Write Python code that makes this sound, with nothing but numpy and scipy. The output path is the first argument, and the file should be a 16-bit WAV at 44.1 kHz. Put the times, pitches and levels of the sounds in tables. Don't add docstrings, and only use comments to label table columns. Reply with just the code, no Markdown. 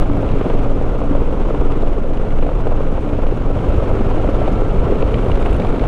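import sys
import numpy as np
from scipy import signal
from scipy.fft import rfft, irfft, next_fast_len
from scipy.io import wavfile
from scipy.ndimage import uniform_filter1d, map_coordinates

SR = 44100
rng = np.random.default_rng(int(sys.argv[2]) if len(sys.argv) > 2 else 0)


def master_out(mix):
    frames = np.transpose(np.atleast_2d(mix))
    ceiling = np.clip(frames, -1, 1)
    pcm = np.round(ceiling * 32767).astype(np.int16)
    wavfile.write(sys.argv[1], SR, pcm)


def voltage_ratio(decibels):
    exponent = np.asarray(decibels, float) / 20
    return 10 ** exponent


N = 258867

# (time [s], firing rate [1/s], exhaust level [dB], whine level [dB])
ENGINE_RUN = [(0, 53.5, -30, -58), (.5, 55, -30, -58), (1.2, 56, -34, -58), (2.2, 56.5, -34, -60),
              (3.3, 57, -34, -60), (3.45, 52.2, -30, -53), (3.8, 52.5, -29, -48), (4.3, 53.1, -29, -46),
              (4.7, 53.6, -29, -47), (5.2, 54, -31, -51), (5.87, 54.6, -33, -54)]
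# (frequency [Hz], level [dB per Hz])
GRIT_COLOUR = [(900, -54), (1500, 0), (2300, 1.5), (2800, -0.5), (3500, -6), (4300, -13.5), (5300, -28.5),
               (8000, -120)]
# (frequency [Hz], level [dB per Hz])
FIZZ_COLOUR = [(2500, -68), (4500, -10), (5300, -3), (6300, -2), (7500, -5), (9800, -9), (10500, -12.5),
               (12300, -16.5), (12800, -25), (13400, -18), (14000, -23), (15500, -32), (17000, -120)]


def unit(x):
    return x / np.sqrt(np.mean(x ** 2) + 1e-20)


def curves(rows):
    s, *cols = np.transpose(rows)
    return [np.interp(np.arange(N) / SR, s, c) for c in cols]


def wobble(rate):
    knots = rng.standard_normal(int(N * rate / SR) + 4)
    return map_coordinates(knots, [np.arange(N) * rate / SR])


def flutter(rate):
    x = wobble(rate)
    return unit(x - uniform_filter1d(x, size=SR // 14))


def coloured(x, spectrum):
    m = next_fast_len(N + 8192)
    hz, db = np.transpose(spectrum)
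    log_hz = np.log(np.fft.rfftfreq(m, 1 / SR) + 1)
    gain = voltage_ratio(np.interp(log_hz, np.log(hz + 1), db))
    return unit(irfft(rfft(x, m) * gain, m)[:N])


def patchy(depth_db):
    z = signal.stft(rng.standard_normal(N + 512), nperseg=512)[2]
    field = uniform_filter1d(rng.standard_normal(z.shape), size=8, axis=0)
    field = uniform_filter1d(field, size=6, axis=1)
    return signal.istft(z * voltage_ratio(depth_db * unit(field)), nperseg=512)[1][:N]


def impacts(spread_db, count):
    at, size, sign = rng.random((count, 3)).T
    height = voltage_ratio(-spread_db * np.log(size + 0.013)) * np.sign(sign - .5)
    return unit(np.bincount((at * N).astype(int), height, N))


def at_random(level_db, spread_db, count):
    at, size = rng.random((count, 2)).T
    return np.c_[at * N / SR, level_db + spread_db * (2 * size - 1)]


def nearby(s, reach_s):
    span = slice(max(round((s - reach_s) * SR), 0), min(round((s + reach_s) * SR), N))
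    return span, np.arange(span.start, span.stop) / SR - s


def rise(t, time_s):
    return 1 - np.exp(-t / time_s)


def wind():
    # (time [s], buffet level [dB])
    gusts = [(0, -28), (.6, -26.5), (1.2, -29), (1.8, -29), (2.4, -28), (3, -27.5), (3.4, -27),
             (3.8, -24.5), (4.3, -28), (4.8, -26), (5.3, -27), (5.87, -24.5)]
    # (frequency [Hz], level [dB per Hz])
    buffet_colour = [(4, -10), (9, -3.5), (20, -7), (40, -5), (65, -2), (100, -7.5), (150, -13), (200, -17),
                     (260, -51), (440, -120)]
    lumps = voltage_ratio(1.4 * wobble(14))
    turbulence = unit(lumps * coloured(rng.standard_normal(N), buffet_colour))
    return voltage_ratio(curves(gusts)[0] + 2.5) * turbulence


def puffs():
    # (time [s], depth [dB], width [ms])
    eddy_rows = [(0.019, -2.5, 24), (0.313, -3, 12), (0.37, -4, 14), (0.51, -8, 34), (0.598, -7, 15),
                 (0.629, -10, 34), (0.894, -5, 13), (0.921, -10, 11), (1.158, -6, 9.5), (1.335, -10, 18),
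                 (1.412, -6, 21), (1.451, -3, 15), (1.606, -2.3, 8.4), (2.139, -9, 13), (2.222, -11, 27),
                 (2.251, -7, 13), (2.647, -11, 13), (2.67, -11, 25), (2.767, -7, 8), (3.134, -4.5, 4.7),
                 (3.691, -3.5, 11), (3.727, -5.5, 8.7), (3.784, -4.3, 5), (3.875, -13, 27),
                 (3.982, -13, 25), (4.009, -8.9, 12), (4.068, -3.5, 5.9), (4.158, -6, 21),
                 (4.229, -12, 22), (4.261, -8, 8.8), (4.35, 0.5, 14.4), (4.404, -6.5, 18),
                 (4.427, -4, 4.2), (4.452, -7.1, 15), (4.48, -4.5, 18), (4.61, -1, 13), (4.664, -7.8, 22),
                 (4.706, -2, 12.6), (4.756, -7, 14), (4.797, 0.5, 15), (4.855, -7, 6.9), (4.915, -4, 19),
                 (4.95, -6.9, 8.5), (5.011, -3.5, 22), (5.052, -6, 7), (5.075, -10.3, 23),
                 (5.093, -5.7, 6.7), (5.114, -5, 9.3), (5.19, -10.5, 14), (5.284, -3.5, 6.6),
                 (5.32, -2.5, 5), (5.353, 0.5, 14), (5.41, -5.3, 22), (5.462, -6, 24),
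                 (5.509, -0.4, 11.6), (5.7, -1, 18),
                 (0.117, -7.5, 6), (0.154, -8, 5), (0.177, -6.5, 7.9), (0.268, -10, 7), (0.34, -9, 4.9),
                     (0.796, -15.3, 24), (0.85, -11, 8), (0.905, -16, 23), (1.141, -15.7, 25),
                     (1.212, -8, 8), (1.239, -10.2, 12), (1.275, -12, 25), (1.375, -8, 9.1),
                     (1.661, -9, 13), (1.761, -11, 33), (2.104, -13, 13), (2.286, -13.0, 11),
                     (2.429, -14, 21), (2.79, -16, 9.5), (3.082, -8, 3.6), (3.156, -8.5, 4.7),
                     (3.178, -9, 5.2), (3.228, -8, 11), (3.319, -10.8, 10), (3.351, -11, 12),
                     (3.569, -9.2, 4.4), (3.649, -9.5, 15), (3.706, -14, 7), (3.796, -5.5, 5.6),
                     (3.893, -9, 5.6), (3.922, -14, 11), (3.935, -5, 4.5), (4.088, -12.6, 10),
                     (4.141, -5.5, 5), (4.209, -12, 6.7), (4.297, -9.0, 8.2), (4.334, -8.1, 5.8),
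                     (4.368, -9.2, 11), (4.39, -12, 8), (4.468, -15, 30), (4.65, -5, 5.2), (4.722, -13, 25),
                     (4.81, -9, 8), (4.875, -10, 6.5), (4.891, -11, 6.7), (4.986, -11, 21),
                     (5.132, -7.5, 5), (5.148, -6, 5), (5.226, -8, 11), (5.294, -14.7, 27),
                     (5.366, -14, 21), (5.438, -8, 4.5), (5.473, -14, 8), (5.533, -9, 7), (5.55, -5, 6),
                     (5.569, -10.5, 6.5), (5.595, -8.5, 5.3), (5.666, -6.5, 5.5), (5.827, -15, 25),
                     (5.87, -8, 4.2)]
    out = np.zeros(N)
    for s, db, ms in eddy_rows:
        span, t = nearby(s, ms / 150)
        suck = np.exp(-(t / (ms * 0.00058)) ** 2)
        rebound = np.exp(-(t / (3 * ms * 0.00058)) ** 2) / 3
        out[span] += voltage_ratio(db) * (rebound - suck)
    return out


def squeaks():
    # (time [s], peak level [dB])
    chirps = [(0.4648, -69), (0.5372, -70), (0.6469, -67), (0.6918, -73), (0.7557, -68), (1.1528, -70),
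              (1.3763, -75), (3.5688, -71), (4.2552, -71), (4.349, -72), (4.4433, -73), (4.5521, -70)]
    squeak_hz, t60_s = 13320, .15
    out, t = np.zeros(N + SR), np.arange(SR // 10) / SR
    for (s, db), bend in zip(chirps, rng.standard_normal(len(chirps))):
        fade = voltage_ratio(db - 5 - 60 * t / t60_s) * rise(t, 0.003)
        tone = np.sin(2 * np.pi * squeak_hz * (1 + 0.005 * bend) * t)
        out[round(s * SR):][:len(t)] += fade * tone
    return out[:N]


def pings():
    # (time [s], peak level [dB])
    tick_rows = [(5.2444, -49), (5.3154, -48), (5.3527, -44), (5.3722, -50), (5.4016, -46), (5.4224, -48),
                 (5.4535, -48), (5.4654, -47), (5.5094, -46), (5.5308, -43), (5.5454, -48), (5.5648, -43),
                 (5.6194, -52), (5.6644, -52), (5.6915, -48)]
    centre_hz, width_hz, t60_s = 8500, 3400, .022
    out, t = np.zeros(N + SR), np.arange(SR // 50) / SR
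    for (s, db), noise in zip(tick_rows, rng.standard_normal((len(tick_rows), len(t)))):
        out[round(s * SR):][:len(t)] += voltage_ratio(db - 3.0 - 60 * t / t60_s) * noise
    edges_hz = [centre_hz - width_hz / 2, centre_hz + width_hz / 2]
    band = signal.butter(2, edges_hz, "band", fs=SR, output="sos")
    return voltage_ratio(7.5) * signal.sosfilt(band, out[:N])


def tread_hum():
    # (time [s], tread block rate [1/s], hum level [dB])
    tread_run = [(0, 290, -30), (.4, 270, -32.5), (1.4, 286, -33), (2.3, 291, -39), (3.2, 290, -35.5),
                 (3.5, 273, -30.5), (3.7, 301, -35), (4.6, 312, -36), (4.9, 295, -42), (5.3, 293, -39),
                 (5.87, 270, -40)]
    hz, db = curves(tread_run)
    phase = 2 * np.pi * np.cumsum(hz) / SR + 1.03 * wobble(14)
    return np.sqrt(2) * voltage_ratio(db + 2.5 * wobble(7.6)) * np.sin(phase)


def crank():
    firing_hz = curves(ENGINE_RUN)[0] * (1 + 0.00318 * wobble(6))
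    return 2 * np.pi * np.cumsum(firing_hz) / SR


def engine(turn):
    # (multiple of the firing rate [ratio], level [dB])
    firing_orders = [(1, 0.5), (2, 0), (3, -12.5), (4, -9.5), (5, -14.5), (7.5, -8.5)]
    gear_teeth = 25
    exhaust_db, whine_db = curves(ENGINE_RUN)[1:]
    exhaust = sum(voltage_ratio(db + 2.5 * wobble(5.01)) * np.sin(k * turn + k) for k, db in firing_orders)
    whine = voltage_ratio(1.3 * wobble(14) + 3.0) * np.sin(gear_teeth * turn + 1.0 * wobble(25))
    return np.sqrt(2) * (voltage_ratio(exhaust_db) * exhaust + voltage_ratio(whine_db) * whine)


def rattles():
    # (time [s], peak level [dB])
    clack_rows = [(0.2892, -31), (0.3835, -31), (0.413, -34), (0.229, -44), (1.7205, -30), (1.8218, -30),
                  (1.8726, -33), (1.928, -34), (2.387, -33), (2.4264, -29), (2.6723, -33), (3.3119, -32),
                  (3.503, -43), (4.244, -39), (4.4772, -27), (4.9561, -30), (5.0245, -26), (5.0863, -38),
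                  (5.1422, -23.5), (5.1811, -33), (5.2604, -36), (5.3153, -22), (5.3562, -28),
                  (5.4261, -27), (5.459, -24), (5.4944, -26), (5.5278, -29), (5.5987, -25.5),
                  (5.6476, -29), (5.8117, -31)]
    # (time [s], peak level [dB])
    more_clacks = [(0.6175, -37), (2.134, -34), (2.1725, -32), (2.3066, -32), (2.4654, -37), (2.813, -41),
                   (3.0922, -35), (3.2191, -36), (3.268, -36), (3.4211, -33), (3.7435, -33), (3.9494, -33),
                   (4.2178, -38), (4.345, -27), (4.8516, -36), (5.1083, -32), (5.185, -35), (5.5445, -29),
                   (5.5638, -32), (5.6204, -28), (5.67, -29), (5.6994, -32), (5.7244, -31), (5.795, -27),
                   (5.8391, -33)]
    fittings_hz = [2230, 2670, 2800]
    ticks_db, sizzle_db, sizzle_follows = -41, -58, .3
    ring, spit, sizzle = np.zeros((3, N + SR))
    t = np.arange(SR // 20) / SR
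    faint_ticks = at_random(ticks_db, 2.5, count=30)
    clacks = np.r_[clack_rows, more_clacks, faint_ticks]
    for (s, db), which in zip(clacks, rng.random(len(clacks))):
        hz = fittings_hz[int(which * len(fittings_hz))]
        under_db = sizzle_db + sizzle_follows * (db - ticks_db) - db
        fade = voltage_ratio(db - 60 * t / 0.023) * rise(t, 0.00023)
        start = round(s * SR)
        ring[start:][:len(t)] += fade * voltage_ratio(-4.0 - 60 * t / 0.033) * np.sin(2 * np.pi * hz * t)
        spit[start:][:len(t)] += voltage_ratio(-3.5) * fade
        sizzle[start:][:len(t)] += voltage_ratio(under_db - 1.5) * fade
    noise = rng.standard_normal(N)
    gritty = spit[:N] * coloured(noise, GRIT_COLOUR)
    bright = sizzle[:N] * coloured(noise, FIZZ_COLOUR)
    return ring[:N] + gritty + bright


def stones():
    # (time [s], peak level [dB], ring [Hz])
    large_stones = [(0.097, -2.5, 277), (0.411, 0, 392), (0.5, -8, 496), (0.812, -6, 465), (0.864, -7, 283),
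                    (1.016, -4, 474), (1.11, 0.5, 283), (1.151, -2.5, 540), (1.506, -4, 439),
                    (1.872, -10, 536), (2.172, -16, 390), (2.425, -3, 476), (2.669, -3, 464),
                    (2.719, -6.5, 505), (2.489, -6, 521), (2.979, -4.5, 490), (3.188, -3, 541),
                    (3.677, -7, 412.2), (4.416, -6, 587), (3.952, -2, 416), (4.01, -5.5, 497),
                    (4.113, -6, 519), (4.289, -3.5, 500.5), (4.34, -8, 546), (4.563, -5.5, 387),
                    (4.922, 0.5, 447), (5.028, -1, 515), (5.297, -5.5, 580), (5.598, -4, 531),
                    (5.819, -2, 490)]
    # (time [s], level [dB], ring [Hz])
    small_stones = [(0.229, -13.5, 530), (0.466, -10, 358), (0.539, -19, 331), (0.564, -17, 576),
                    (1.218, -9.5, 363), (1.325, -14, 490), (1.541, -16, 402), (1.62, -11, 360),
                    (1.656, -9, 437), (1.717, -13, 380), (1.758, -15, 374), (1.834, -11, 580),
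                    (1.979, -11, 387), (2.044, -12.5, 533), (2.104, -16, 563), (2.464, -14, 647),
                    (2.555, -13, 331), (2.806, -8.5, 486), (2.924, -14, 387), (3.071, -16.5, 579),
                    (3.127, -14, 412), (3.239, -13, 497), (3.322, -10, 412), (3.375, -12, 395),
                    (3.502, -9, 501), (3.568, -20, 361), (3.735, -14.5, 374), (3.778, -13, 454),
                    (3.823, -11, 516), (4.245, -11, 595), (4.478, -10, 493), (4.62, -10, 412),
                    (4.869, -10.5, 412), (4.901, -7.5, 396), (4.955, -11, 428), (5.081, -12, 509),
                    (5.142, -13, 468), (5.232, -18, 440), (5.463, -13, 519), (5.739, -11, 398)]
    small_peak_db = 5.5
    upper_mode_db, upper_spread_db = -15.5, 9
    out, t = np.zeros(N + SR), np.arange(SR // 20) / SR
    hits = np.r_[large_stones, np.add(small_stones, [0, small_peak_db, 0])]
    for (s, db, hz), (upper, share) in zip(hits, rng.random((len(hits), 2))):
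        upper_db = upper_mode_db + upper_spread_db * (2 * share - 1)
        upper_fade = voltage_ratio(upper_db - 0.5 - 60 * t / 0.045)
        upper_ring = upper_fade * np.sin(2 * np.pi * (750 + 450 * upper) * t)
        ring = np.sin(2 * np.pi * hz * t) + upper_ring
        fade = voltage_ratio(db - 1.0 - 60 * t / 0.023) * rise(t, 0.0012)
        out[round(s * SR):][:len(t)] += fade * ring
    return out[:N]


def scrunches():
    # (time [s], peak level [dB])
    heaps = [(0.096, -13), (0.229, -22), (0.412, -18), (0.5, -11), (0.646, -13), (0.812, -19), (0.862, -19),
             (0.939, -18), (1.015, -17), (1.15, -11), (1.199, -22), (1.372, -16), (1.433, -17),
             (1.458, -17), (1.547, -9), (1.871, -17), (2.103, -26), (2.133, -20), (2.193, -20),
             (2.425, -11), (2.467, -15), (2.49, -13), (2.669, -11), (2.72, -12), (2.979, -16), (3.189, -13),
             (3.264, -15), (3.452, -19), (3.501, -18), (3.78, -16), (3.824, -14), (4.011, -14),
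             (4.112, -10), (4.243, -17), (4.288, -18), (4.34, -16), (4.417, -13), (4.457, -21),
             (4.477, -14), (4.658, -21), (4.843, -11), (4.882, -11), (5.081, -11), (5.297, -13),
             (5.462, -6), (5.598, -13), (5.648, -11), (5.837, -9)]
    # (frequency [Hz], level [dB per Hz])
    crush_colour = [(350, -42), (550, 0), (700, 1.5), (1000, -7.5), (1400, -16.5), (1800, -24.5),
                    (3000, -27.5), (4500, -42), (7000, -120)]
    trim_db, t60_s, rise_s = -8.5, 0.039, .0006
    shape, t = np.zeros(N + SR), np.arange(SR // 12) / SR
    for s, db in heaps:
        shape[round(s * SR):][:len(t)] += voltage_ratio(db + trim_db - 60 * t / t60_s) * rise(t, rise_s)
    return shape[:N] * coloured(rng.standard_normal(N), crush_colour)


def tyres(sway, turn):
    # (time [s], level [dB])
    tyre_load = [(0.03, -41), (0.04, -45), (0.5, -42), (0.76, -45.5), (1.76, -44.5), (2.07, -48),
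                 (2.2, -46), (3.54, -45.5), (3.57, -43), (4.53, -41.5), (4.61, -43.5), (5.37, -41.5),
                 (5.82, -42.5), (5.84, -41)]
    # (frequency [Hz], level [dB per Hz])
    roar_colour = [(76, -18), (130, -2), (216, -3.5), (284, -1.5), (331, -4.5), (403, -3.5), (520, -4),
                   (852, -14.5), (1190, -17.5), (1360, -19), (1600, -27), (2000, -46), (2800, -61),
                   (4000, -120)]
    cruise_db, roar_cruise_db, roar_follows, fizz_cruise_db, fizz_follows = -44.5, -22.5, 0.79, -60, 0.75
    roar_lag_s, grit_lag_s = 0.0062, .002
    grit_db, = curves(tyre_load)
    roar_db = roar_cruise_db + roar_follows * (grit_db - cruise_db)
    fizz_db = fizz_cruise_db + fizz_follows * (grit_db - cruise_db)
    jolt, throb = flutter(30), np.sin(turn)
    roar_sway = np.roll(sway, round(roar_lag_s * SR))
    grit_sway = np.roll(sway, round(grit_lag_s * SR))

    tread = patchy(depth_db=0.61) + 0.34 * impacts(spread_db=3.0, count=3500)
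    roar_swell = voltage_ratio(0.32 * jolt + 0.84 * flutter(70) + 1.33 * throb - 3.3 * roar_sway)
    roar = unit(roar_swell * coloured(tread, roar_colour))

    spray = patchy(depth_db=0.25) + 0.23 * impacts(spread_db=4.0, count=6000)
    grit_swell = voltage_ratio(0.28 * jolt + 0.41 * flutter(60) + 1.1 * throb - 4.2 * grit_sway)
    grit = unit(grit_swell * coloured(spray, GRIT_COLOUR))
    fizz_swell = voltage_ratio(0.26 * jolt + 0.86 * flutter(70) + .3 * throb - 4.5 * grit_sway)
    fizz = unit(fizz_swell * coloured(spray, FIZZ_COLOUR))
    return voltage_ratio(roar_db) * roar + voltage_ratio(grit_db) * grit + voltage_ratio(fizz_db) * fizz


def shake():
    # (time of the highest crest [s], swing level [dB], length [s], ripple rate [1/s])
    ripple_stretches = [(0.026, -13.5, 0.08, 40), (0.102, -11, 0.13, 19.2), (0.242, -17, 0.14, 23),
                        (0.429, -23, 0.3, 33.4), (0.509, -22, 0.11, 21), (0.562, -12.5, 0.34, 23),
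                        (0.592, -20, 0.72, 11.75), (0.736, -10, 0.62, 17.5), (0.768, -19.5, 0.21, 38.4),
                        (0.98, -18.5, 0.15, 47), (0.993, -24, 0.3, 32.8), (1.009, -22, 0.2, 24.8),
                        (1.188, -10.5, 0.42, 19.3), (1.529, -16, 0.14, 31.2), (1.612, -17, 0.66, 12.8),
                        (1.819, -20.4, 0.6, 16.7), (1.849, -7.5, 0.52, 18.5), (1.915, -15, 0.19, 39),
                        (2.185, -15, 0.06, 42), (2.194, -18, 0.8, 14.2), (2.346, -7.5, 0.27, 19.2),
                        (2.491, -16, 0.28, 24), (2.566, -11.5, 0.12, 35.2), (2.793, -8, 0.36, 18.7),
                        (2.862, -16.5, 0.31, 22.5), (3.115, -26.2, 0.7, 16.0), (3.143, -20.5, 0.36, 25.3),
                        (3.158, -22, 0.78, 12.5), (3.314, -15.5, 0.38, 18.4), (3.345, -11.5, 0.51, 21.7),
                        (3.451, -14, 0.12, 30.4), (3.524, -15.5, 0.05, 42), (3.848, -17, 0.22, 41),
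                        (3.918, -21.5, 0.3, 28.8), (3.972, -13, 0.68, 18.7), (4.079, -18, 0.42, 24.4),
                        (4.114, -12, 0.058, 42), (4.538, -8, 0.051, 32.8), (5.16, -17, 0.26, 39.3),
                        (5.384, -16.2, 0.11, 40.8), (5.475, -19, 0.46, 25.8), (5.587, -17.5, 0.22, 16.0),
                        (5.722, -15.5, 0.2, 39.5), (5.837, -9.5, 0.081, 40)]
    out = np.zeros(N)
    for s, db, length, rate in ripple_stretches:
        span, t = nearby(s, 2 * length)
        swell = np.exp(-(2 * t / length) ** 2)
        out[span] += voltage_ratio(db) * swell * np.cos(2 * np.pi * rate * t)
    return out


def scene():
    sway = shake() + wind() + puffs()
    slow_sway = uniform_filter1d(sway, size=500)
    turn = crank()
    road = tyres(slow_sway, turn) + tread_hum() + scrunches() + stones() + pings()
    machine = engine(turn) + rattles() + squeaks()
    return (sway + road + machine)[None]


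def band_limit(x):
    return signal.sosfilt(signal.butter(12, 15720, fs=SR, output="sos"), x)


def record(dry):
    ceiling = np.where(dry > 0, .82, .97)
    held = dry / (1 + np.abs(dry / ceiling) ** 4) ** (1 / 4)
    return band_limit(held)


dry = scene()
out = record(dry)
master_out(out)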